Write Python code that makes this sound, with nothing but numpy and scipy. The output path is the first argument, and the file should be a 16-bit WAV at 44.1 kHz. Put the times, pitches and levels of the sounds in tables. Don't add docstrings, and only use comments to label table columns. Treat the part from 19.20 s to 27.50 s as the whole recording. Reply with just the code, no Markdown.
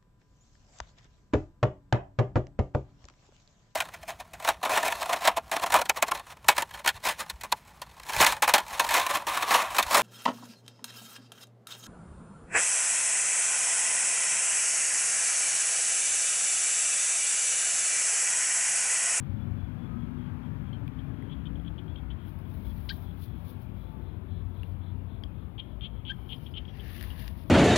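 import sys
import numpy as np
from scipy import signal
from scipy.fft import rfft, irfft, next_fast_len
from scipy.io import wavfile
from scipy.ndimage import uniform_filter1d, map_coordinates

SR = 44100
rng = np.random.default_rng(int(sys.argv[2]) if len(sys.argv) > 2 else 0)


def pcm_store(signal):
    levels = np.round(np.clip(np.atleast_2d(signal), -1, 1) * 32767)
    wavfile.write(sys.argv[1], SR, levels.astype(np.int16).T)


N = 366012

# pitch_hz [Hz], left_over_right_db [dB]
CLOSE_BALANCE = [(1500, 31.5), (5000, 25), (7500, 21), (9500, -3), (10500, -5.5), (12000, 8), (15000, 19)]
# pitch_hz [Hz], left_over_right_db [dB]
JOINT_SIDES = [(1600, 32.5), (3200, 17), (4800, 16), (9000, 9)]
# [dB per Hz, relative]
RUB_TREBLE = [(4410, -54), (7500, -31), (7940, -32), (8670, -12.5), (9740, -0.5), (10500, 6.5),
              (12600, 2.5), (15100, 6.5), (15900, -12.5)]


def amp(db):
    return 10 ** (np.asarray(db) / 20)


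def unit(x):
    return x / np.sqrt(np.mean(x ** 2) + 1e-30)


def along(points, hz):
    f, v = np.transpose(points)
    return np.interp(np.log(hz + 1), np.log(f + 1), v)


def played(rows):
    s, *cols = np.transpose(rows)
    n = np.arange(round(s[0] * SR), min(round(s[-1] * SR), N))
    return n[0], [np.interp(n / SR, s, c) for c in cols]


def add(track, start, sound):
    end = min(start + len(sound), N)
    track[start:end] += sound[:end - start]


def wobble(rate):
    knots = rng.standard_normal(int(N * rate / SR) + 4)
    return map_coordinates(knots, [np.arange(N) * rate / SR])


def sine(pitch_hz):
    return np.sin(2 * np.pi * np.cumsum(pitch_hz) / SR)


def filtered(x, response):
    m = next_fast_len(x.shape[-1] + 8192)
    return irfft(rfft(x, m) * response(np.fft.rfftfreq(m, 1 / SR)), m)[..., :x.shape[-1]]


def resonance(centre_hz, width_hz):
    return lambda f: 1j * f * width_hz / (centre_hz ** 2 - f * f + 1j * f * width_hz)


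def noise(spectrum):
    return unit(filtered(rng.standard_normal((2, N)), lambda hz: amp(along(spectrum, hz))))


def ports(pair, balance, alike):
    def response(hz):
        share = np.clip(along(alike, hz), -1, 1)
        weak = amp(-along(balance, hz))
        return 2 / (1 + weak) * np.array([1 + 0 * hz, weak * share, weak * np.sqrt(1 - share ** 2)])
    left, same, other = filtered(pair[[0, 0, 1]], response)
    return np.array([left, same + other])


def walls(x):
    # pitch_hz [Hz], fall_s [s]
    decay = [(1000, 0.12), (3000, 0.18), (8000, 0.037)]
    hz, t, z = signal.stft(rng.standard_normal((2, SR // 2)), SR, nperseg=256)
    tail = signal.istft(z * amp(-60 * t / along(decay, hz)[:, None]), SR, nperseg=256)[1]
    late = np.pad(x, (300, 0))[None]
    return signal.fftconvolve(late, tail / np.linalg.norm(tail[0]), axes=1)[:, :N]


def through_joint(drive, envelope, centre_hz, width_hz):
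    def body(f):
        band = resonance(centre_hz, width_hz)(f) * resonance(centre_hz, 3.2 * width_hz)(f) ** 3
        return band / (1 + 1j * f / 4000) ** 4
    level = np.sqrt(np.mean(filtered(drive, body) ** 2))
    return filtered(np.pad(drive * envelope, (0, 400)), body) / level


def joint():
    dry = scrapes() + creaks() + peeps()
    return ports(dry + amp(-19.5) * walls(dry), JOINT_SIDES, [(1000, 1.0)])


def scrapes():
    # start_s [s], length_s [s], level_db [dB]
    strokes = [(0.154, 0.09, -70.5), (0.361, 0.11, -71), (0.568, 0.13, -71), (0.755, 0.12, -71),
               (0.969, 0.15, -70.5), (1.217, 0.063, -69.5), (1.427, 0.096, -70.5), (1.905, 0.36, -70.5),
               (2.969, 0.14, -69), (3.224, 0.086, -73.5), (3.434, 0.1, -67), (3.843, 0.1, -68),
               (4.015, 0.2, -72), (4.258, 0.094, -74), (4.545, 0.18, -72.5), (4.809, 0.16, -73.5),
               (5.075, 0.15, -70), (5.33, 0.15, -70.5), (5.607, 0.12, -69.5), (5.862, 0.14, -71.5),
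               (6.137, 0.13, -73.5), (6.409, .14, -69.5), (6.696, 0.13, -68.5), (6.963, 0.24, -70),
               (7.172, .14, -69)]
    # [dB, relative]
    drift = [(.62, 3410, 60, -20), (.8, 3260, 248, -26), (2.9, 3220, 380, -17), (3.4, 3360, 200, -17),
             (4.9, 3410, 380, -7), (6.1, 3440, 380, -12), (7.2, 3040, 298, -25)]
    upper_hz, upper_width_hz = 4015, 130
    dry = np.zeros(N)
    when, centre, spread, upper_db = np.transpose(drift)
    for s, length, db in strokes:
        u = np.linspace(0, 1, round(length * SR))
        drive = rng.standard_normal(len(u))
        envelope = amp(db) * np.sin(np.pi * u) ** 0.45
        main = through_joint(drive, envelope, np.interp(s, when, centre), np.interp(s, when, spread))
        upper = through_joint(drive, envelope, upper_hz, upper_width_hz)
        add(dry, round(s * SR), main + amp(np.interp(s, when, upper_db)) * upper)
    return dry


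def creaks():
    # start_s [s], length_s [s], loudest_at [0-1 of the stroke], top_db [dB],
    # slips_per_s [1/s, before it quickens], centre_hz [Hz]
    strokes = [(1.529, 0.032, 0.1, -53, 1030, 3030), (1.789, 0.022, 0.16, -57.5, 280, 3250),
               (2.096, 0.049, 0.73, -53.5, 330, 3270), (2.255, 0.026, 0.48, -50.5, 590, 3310),
               (2.355, 0.018, .1, -59.5, 340, 3270), (2.396, 0.0058, .2, -58, 404, 3300),
               (2.448, 0.0087, 0.2, -60, 480, 3200), (2.461, 0.027, 0.78, -52.5, 290, 3290),
               (2.5804, 0.024, 0.35, -52, 480, 3200), (2.679, 0.015, 0, -58.5, 460, 3200),
               (2.694, 0.068, 0, -64, 480, 3380), (2.757, 0.011, 0.2, -50, 450, 3200),
               (2.771, 0.029, 0.33, -56.5, 350, 3350), (2.902, 0.031, 0.3, -53, 330, 3180),
               (6.38, 0.032, 0.6, -40.5, 340, 3210), (6.609, 0.067, 0.73, -41.5, 385, 3270),
               (6.851, 0.07, 0.71, -41, 330, 3210), (7.0915, 0.061, 0.67, -41.5, 310, 3160),
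               (7.261, 0.023, 0.27, -50.5, 400, 3220), (7.339, 0.056, 0.81, -41, 335, 3120),
               (7.451, 0.0059, 0.34, -51.5, 398, 3200), (7.479, 0.034, 0.26, -54.5, 360, 3200),
               (7.595, 0.023, 0.3, -50.5, 320, 3190), (7.7, 0.013, .4, -59, 450, 3200),
               (7.787, .014, .4, -55, 400, 3100), (7.903, 0.022, 0.16, -50, 450, 3030),
               (7.99, 0.015, 0.3, -63, 400, 3170)]
    swell_db, fade_db = 12, 14.5
    hard_db, quicken = -42, 0.18
    width_hz = 335
    scatter_db, breakaway_db = 1.8, 3
    dry = np.zeros(N)
    for s, length, top, db, rate, hz in strokes:
        u = np.linspace(0, 1, round(length * SR))
        unsteady = 1 + .2 * uniform_filter1d(rng.standard_normal(len(u)), size=100)
        top = np.clip(top, .05, .95)
        past = (u - top) / (1 - top)
        rising_db = swell_db * top * np.cos(np.pi / 2 * u / top) ** 2
        envelope = amp(db - np.where(u < top, rising_db, fade_db * past.clip(0) ** 0.93))
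        speed = np.where(u < top, (u / top) ** 1.7, 1 - .6 * past)
        cycle = np.cumsum(rate * (1 + quicken * amp(db - hard_db) * speed) * unsteady) / SR
        slip_db = rng.normal(0, scatter_db, len(u)) + breakaway_db * (u == 0)
        slips = np.diff(np.floor(cycle), prepend=-1) * amp(slip_db)
        grit = (.035 + .07 * speed * u) * rng.standard_normal(len(u)) * (1 - cycle % 1)
        drive = slips + grit
        main = through_joint(drive, envelope, hz, width_hz * amp(0.19 * (db - hard_db)))
        higher = through_joint(drive, envelope * (.25 + 0.62 * speed), 3800, 380)
        lower = through_joint(drive, envelope, 2480, 520)
        add(dry, round(s * SR), main + amp(-12.5) * higher + amp(-15.5) * lower)
    return dry


def peeps():
    thin_tones = [(6.927, 0.02, 3200, 30, -56), (6.944, 0.0085, 3200, 30, -62),
                  (7.149, 0.028, 5110, 400, -73), (7.238, 0.038, 5460, 693, -78),
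                  (7.309, 0.025, 5060, 350, -73.5), (7.37, .016, 5200, 300, -71),
                  (7.47, .08, 5760, 700, -80), (8.17, .06, 5360, 250, -79)]
    dry = np.zeros(N)
    for s, length, top_hz, arch_hz, db in thin_tones:
        u = np.linspace(-1, 1, round(length * SR))
        add(dry, round(s * SR), amp(db) * np.sqrt(1 - u ** 2) * sine(top_hz - arch_hz * u ** 2))
    return dry


def squeals():
    # [dB, added to the joint's]
    cries = [(3.688, 0.038, 0.0069, 944, .012, 0.013, 1860, -40.5, 1.5, -3, 4, -4, 205, -3.5),
             (6.894, 0.03, 0.012, 1573, 0.011, 0.0063, 1720, -38, -23, -25, 0.5, -40, 20, -6)]
    # pitch_hz [Hz], level_db [dB]
    colour = [(1000, -42.5), (1350, -30), (1600, 4), (1850, -0.5), (2300, -10), (3200, 2), (4200, 2.5),
              (4800, -5), (5300, -26), (6400, -34), (8000, -47)]
    lock_hz = 1584
    half_after_s, half_db_per_s = .005, 3000
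    sag_db_per_s, let_go_db = 131, 13
    out = 0
    for (s, length, rise, first_hz, slide_s, flick_s, flick_hz, db, upper_db, grit_db, shake_db,
         half_db, thin_db, turn_db) in cries:
        t, dry = np.arange(round(length * SR)) / SR, np.zeros(N)
        k = np.arange(2, 13)[:, None] / 2
        letting_go = np.clip(1 - (length - t) / flick_s, 0, 1)
        slide_hz = (lock_hz - first_hz) * (1 - np.minimum(t / slide_s, 1) ** 2.24)
        pitch = lock_hz - slide_hz + (flick_hz - lock_hz) * np.minimum(3.0 * letting_go, 1)
        level_db = along(colour, k * pitch) + upper_db * (k > 2) * (k * pitch < 5600)
        level_db += shake_db * np.array([wobble(238)[:len(t)] for _ in k])
        level_db += (half_db - half_db_per_s * np.abs(t - slide_s - half_after_s)) * (k % 1 > 0)
        level_db -= (thin_db * np.maximum(t - slide_s, 0) + let_go_db * letting_go) * (k - 1.5)
        tone = np.sum(amp(level_db) * np.sin(2 * np.pi * k * np.cumsum(pitch) / SR), axis=0)
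        grit = unit(filtered(rng.standard_normal(len(t)), lambda f: resonance(4200, 1800)(f) ** 4))
        tone += amp(grit_db - 240 * t) * grit
        envelope = amp(db - sag_db_per_s * t - 10.0 * letting_go)
        envelope = envelope * np.sqrt(1 - letting_go ** 2) * np.minimum(t / rise, 1)
        add(dry, round(s * SR), envelope * tone)
        answer = amp(-15.5) * filtered(walls(dry), resonance(4300, 3500))
        out = out + ports(dry + answer, np.add(JOINT_SIDES, [0, turn_db]), [(1000, 0.95)])
    return out


def cracks_and_ticks():
    # [dB, over the ring]
    blows = [(1.678, -51, 3200, 800, -16, -6), (1.6785, -48.5, 2414, 400, -32, -20),
             (2.024, -51.5, 1980, 430, -33, -8), (3.189, -61.5, 2380, 900, -6, 8),
             (3.34, -62, 2400, 900, -15, 10), (3.351, -63, 2390, 900, -17, 8),
             (3.5155, -62, 3270, 430, -24, -10), (5.4322, -44.5, 2810, 430, -26.5, -12),
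             (6.0362, -38, 3260, 384, -10, -19), (7.608, -53.5, 3210, 1200, -12, 2),
             (7.6804, -56, 3000, 1200, -14, 7), (7.73, -55, 3000, 1500, -10, 7),
             (7.8104, -36, 2960, 2200, -20, -2.5), (7.8268, -40, 3000, 2500, -8, 3),
             (7.8387, -45, 2000, 1200, -20, 3), (8.0244, -58.5, 3000, 1500, -8, 7),
             (8.079, -37, 3350, 2370, -9.5, -7), (8.176, -62.5, 2960, 1500, -10, 10.5),
             (8.2372, -58, 2510, 1200, -7, -1)]
    spit_s, spit_t60_s, spit_tilt_db = 0.00076, 0.005, 6
    crumb_db, crumb_t60_s = -13.5, 0.033
    snaps, t = np.zeros(N), np.arange(SR // 40) / SR
    blow = signal.unit_impulse(len(t))
    snap = filtered(blow, lambda f: resonance(4820, 750)(f) ** 3)
    body = filtered(blow, lambda f: resonance(1860, 800)(f) ** 3)
    spit_envelope = amp(-60 * np.abs(t - spit_s) / np.where(t < spit_s, spit_s, spit_t60_s))

    def spit_colour(f):
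        return amp(along(RUB_TREBLE, f) + spit_tilt_db * np.log2(f / 11000 + .01))
    for s, db, hz, width_hz, snap_db, treble_db in blows:
        ring = filtered(blow, lambda f: resonance(hz, width_hz)(f) ** 3)
        spit = filtered(rng.standard_normal(len(t)) * spit_envelope, spit_colour)
        crumbs = rng.standard_normal(len(t)) * amp(-60 * t / crumb_t60_s)
        crumbs = filtered(crumbs, lambda f: resonance(hz, width_hz + 600)(f) ** 2)
        body_db = -1.5 + 0.54 * treble_db
        parts = zip((ring, snap, spit, body, crumbs), (0, snap_db, treble_db, body_db, crumb_db))
        crack = sum(amp(db + level) * part / np.abs(part).max() for part, level in parts)
        add(snaps, round(s * SR), crack)
    return ports(snaps + amp(-22.0) * walls(snaps), CLOSE_BALANCE, [(1000, .6)])


def rustle():
    # start_s [s], level_db [dB]
    bouts = [
        [(3, -84.5), (3.09, -70.5), (3.16, -78), (3.24, -79), (3.34, -71), (3.43, -74), (3.73, -64.5),
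         (3.92, -77), (4.05, -65), (4.14, -85.5), (4.24, -72), (4.3, -64), (4.38, -84), (4.42, -71),
         (4.47, -85), (4.72, -78.5), (4.85, -85)],
        [(5.25, -87), (5.37, -75.5), (5.52, -77), (5.6, -94)],
        [(6.85, -86.5), (6.92, -77.5), (7.14, -71), (7.31, -70.5), (7.36, -84), (7.47, -86), (7.58, -69),
         (7.72, -60.5), (7.85, -59.5), (7.96, -62.5), (8.09, -62), (8.2, -72), (8.3, -69)],
    ]
    # [dB, over the hiss]
    top_octave = [3.5, -9, -16]
    # [dB per Hz, relative]
    body_colour = [(2060, -22), (3500, -1.5), (4710, -10), (6550, -20.5), (7440, -29.5), (8000, -27.5),
                   (10400, -55.5), (17600, -120)]
    # pitch_hz [Hz], width_hz [Hz], level_db [dB]
    modes = [(1784, 330, 1), (2820, 290, -1), (3200, 650, -7.5), (4850, 510, -10.5), (5700, 1200, -17)]
    tight_s, opens_s, tight_db = 7.667, 8.07, -56.5
    close_db_per_s, sag_db_per_s, open_db_per_s = 56, 10, 82
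    crackle_per_s, crackle_db, crackle_spread_db = 120, 11, 2.5
    rub_db, top_db = np.full((2, N), -120.)
    for rows, bright_db in zip(bouts, top_octave):
        start, (db,) = played(rows)
        rub_db[start:start + len(db)] = db
        top_db[start:start + len(db)] = db + bright_db
    t = np.arange(N) / SR
    slope = np.where(t < tight_s, close_db_per_s, sag_db_per_s)
    grip_db = tight_db - slope * np.abs(t - tight_s) - open_db_per_s * np.maximum(t - opens_s, 0)

    def hollow(f):
        rings = sum((-1) ** k * amp(db) * resonance(hz, w)(f) for k, (hz, w, db) in enumerate(modes))
        return rings * resonance(2800, 4000)(f) / (1 + (f / 6800) ** 12)
    grain = 1.1 * wobble(150) + 1.4 * wobble(30) + 1.7 * wobble(13)
    rub = amp(rub_db + grain) * noise(RUB_TREBLE)
    rub += amp(rub_db - 4.5 + 1.37 * grain) * noise(body_colour)
    rub += amp(top_db + grain) * noise([(9000, -60.0), (12500, -1.5), (14000, -1), (15900, 0.0)])
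    rub += amp(grip_db + 0.96 * grain) * unit(filtered(rng.standard_normal((2, N)), hollow))
    snaps = rng.random((2, N)) < crackle_per_s / SR
    snaps = snaps * amp(crackle_spread_db * rng.exponential(size=(2, N)))
    rub += filtered(amp(rub_db + crackle_db) * snaps,
                    lambda f: amp(along(RUB_TREBLE, f)) + amp(along(body_colour, f)))
    return ports(rub, CLOSE_BALANCE, [(1000, 0.092)])


def traffic():
    # pitch_hz [Hz], left_over_right_db [dB]
    balance = [(60, 25), (130, 24), (290, 26.5), (640, 24.5), (1410, 22.5), (3100, 14.5), (6820, -2.5),
               (15000, -4)]
    # pitch_hz [Hz], likeness [-1 to 1]
    alike = [(60, 0.92), (150, 0.81), (380, 0.72), (950, 0.08), (2380, -0.2), (5980, -0.41), (15000, -0.14)]
    far = road() + hum()
    far[0] += far_tones() + engine()
    return ports(far, balance, alike)


def road():
    # [dB, drone]
    moving_off = [(0, -39), (.9, -40), (1.5, -41.5), (2.6, -43), (4.5, -44.5), (6.5, -46.5), (8.3, -45)]
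    # [dB per Hz, relative]
    rumble_colour = [(15, -72), (25, -29.5), (35, -25), (53, 7), (91, 1), (118, -26.5), (130, -20.5),
                     (170, -37.5), (290, -120)]
    drone_colour = [(59, -19.5), (100, 1), (194, -6.5), (265, -10), (307, -18.5), (361, -24), (420, -40.5),
                    (550, -33), (920, -120)]
    wash_colour = [(190, -16), (330, 0), (499, -8), (765, -9), (934, -8.5), (1950, -23.5), (2280, -20),
                   (2860, -23.5), (3410, -24), (3790, -31), (4390, -35.5), (8000, -50.5), (10400, -91),
                   (17600, -120)]
    wash_db, wash_follows = -54.5, 0.39
    tyre_s, tyre_db, tyre_db_per_s = 1.2, -62, 2.5
    drone_db = whole_scene(moving_off)
    off_db = drone_db - drone_db.max()
    rumble = amp(-43.5 + wobble(2.23)) * noise(rumble_colour)
    drone = amp(drone_db) * noise(drone_colour)
    wash = amp(wash_db + wash_follows * off_db) * patchy(noise(wash_colour), depth_db=2.2)
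    tyres = unit(filtered(rng.standard_normal((2, N)), lambda f: resonance(1400, 1100)(f) ** 2))
    tyres = amp(tyre_db - tyre_db_per_s * np.abs(np.arange(N) / SR - tyre_s)) * tyres
    return rumble + drone + wash + tyres


def whole_scene(rows):
    level_db = played(rows)[1][0]
    return np.pad(level_db, (0, N - len(level_db)), "edge")


def patchy(pair, depth_db):
    z = signal.stft(pair, nperseg=2048)[2]
    field = uniform_filter1d(rng.standard_normal(z.shape[1:]), size=4, axis=0)
    field = uniform_filter1d(field, size=8, axis=1)
    return unit(signal.istft(z * amp(depth_db * unit(field)), nperseg=2048)[1][:, :N])


def hum():
    loudness = [(0, -44.5), (.3, -40), (.9, -52), (2.5, -60), (3.05, -46.5), (4.15, -46), (4.7, -54.5),
                (5.3, -41), (5.8, -42), (6.3, -50.5), (7, -57), (8.3, -51)]
    level_db = whole_scene(loudness) + 0.73 * wobble(4.01)
    return np.sqrt(2) * amp(level_db) * sine(91.3 + wobble(3)) * np.ones((2, 1))


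def far_tones():
    tones = [(0.6, 0.37, 1265, -60, 252), (.9, 0.56, 853, -67, 29), (1.001, 0.19, 1570, -64, 10),
             (1.103, 0.86, 285.6, -56.5, 0.5), (1.25, .25, 957, -66, 150), (2.306, 1, 369, -60.5, 1),
             (2.557, 0.25, 705, -67, 0), (3.307, 0.66, 613, -66, 1.5), (4.299, 0.97, 374, -59, 0),
             (4.601, 0.3, 870, -64, 0)]
    out = np.zeros(N)
    for s, length, hz, db, glide in tones:
        u = np.linspace(0, np.pi, round(length * SR))
        pitch = hz * (1 + 0.0118 * wobble(7.83)[:len(u)]) + glide * length * (u / np.pi - .5)
        add(out, round(s * SR), amp(db + 4.6 * wobble(9)[:len(u)]) * np.sin(u) * sine(pitch))
    return out


def engine():
    # [dB, before the overtone levels]
    pulling_away = [(0, 22.42, -50), (1.24, 25.08, -51.5), (2.25, 27.69, -50), (2.9, 28.02, -57),
                    (3.4, 27.43, -61)]
    # [dB, relative]
    orders = [(3, -18), (4, -1), (5, 1), (6, 5), (7, -10.5), (8, -9.5), (9, -7), (10, 2.5), (11, -5),
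              (13, -17)]
    out = np.zeros(N)
    start, (firing, level_db) = played(pulling_away)
    firing = firing + .25 * wobble(5.014)[:len(firing)]
    for k, db in orders:
        waver_db = 3 * wobble(2.65)[:len(firing)]
        phase = k * np.cumsum(firing) / SR + rng.random()
        add(out, start, amp(level_db + db + waver_db) * np.sin(2 * np.pi * phase))
    return out


def scene():
    return joint() + squeals() + cracks_and_ticks() + rustle() + traffic()


def record(dry):
    # [dB per Hz, relative]
    hiss_colour = [(3530, -32), (6000, -42), (6750, -0.5), (8150, -5.5), (9430, 4.5), (11800, 11.5),
                   (14900, 8.5), (15900, 4.5)]
    top_hz = 15830
    hiss = amp([[-76.], [-78.5]]) * noise(hiss_colour)
    return filtered(dry + hiss, lambda hz: hz < top_hz)


dry = scene()
out = record(dry)
pcm_store(out)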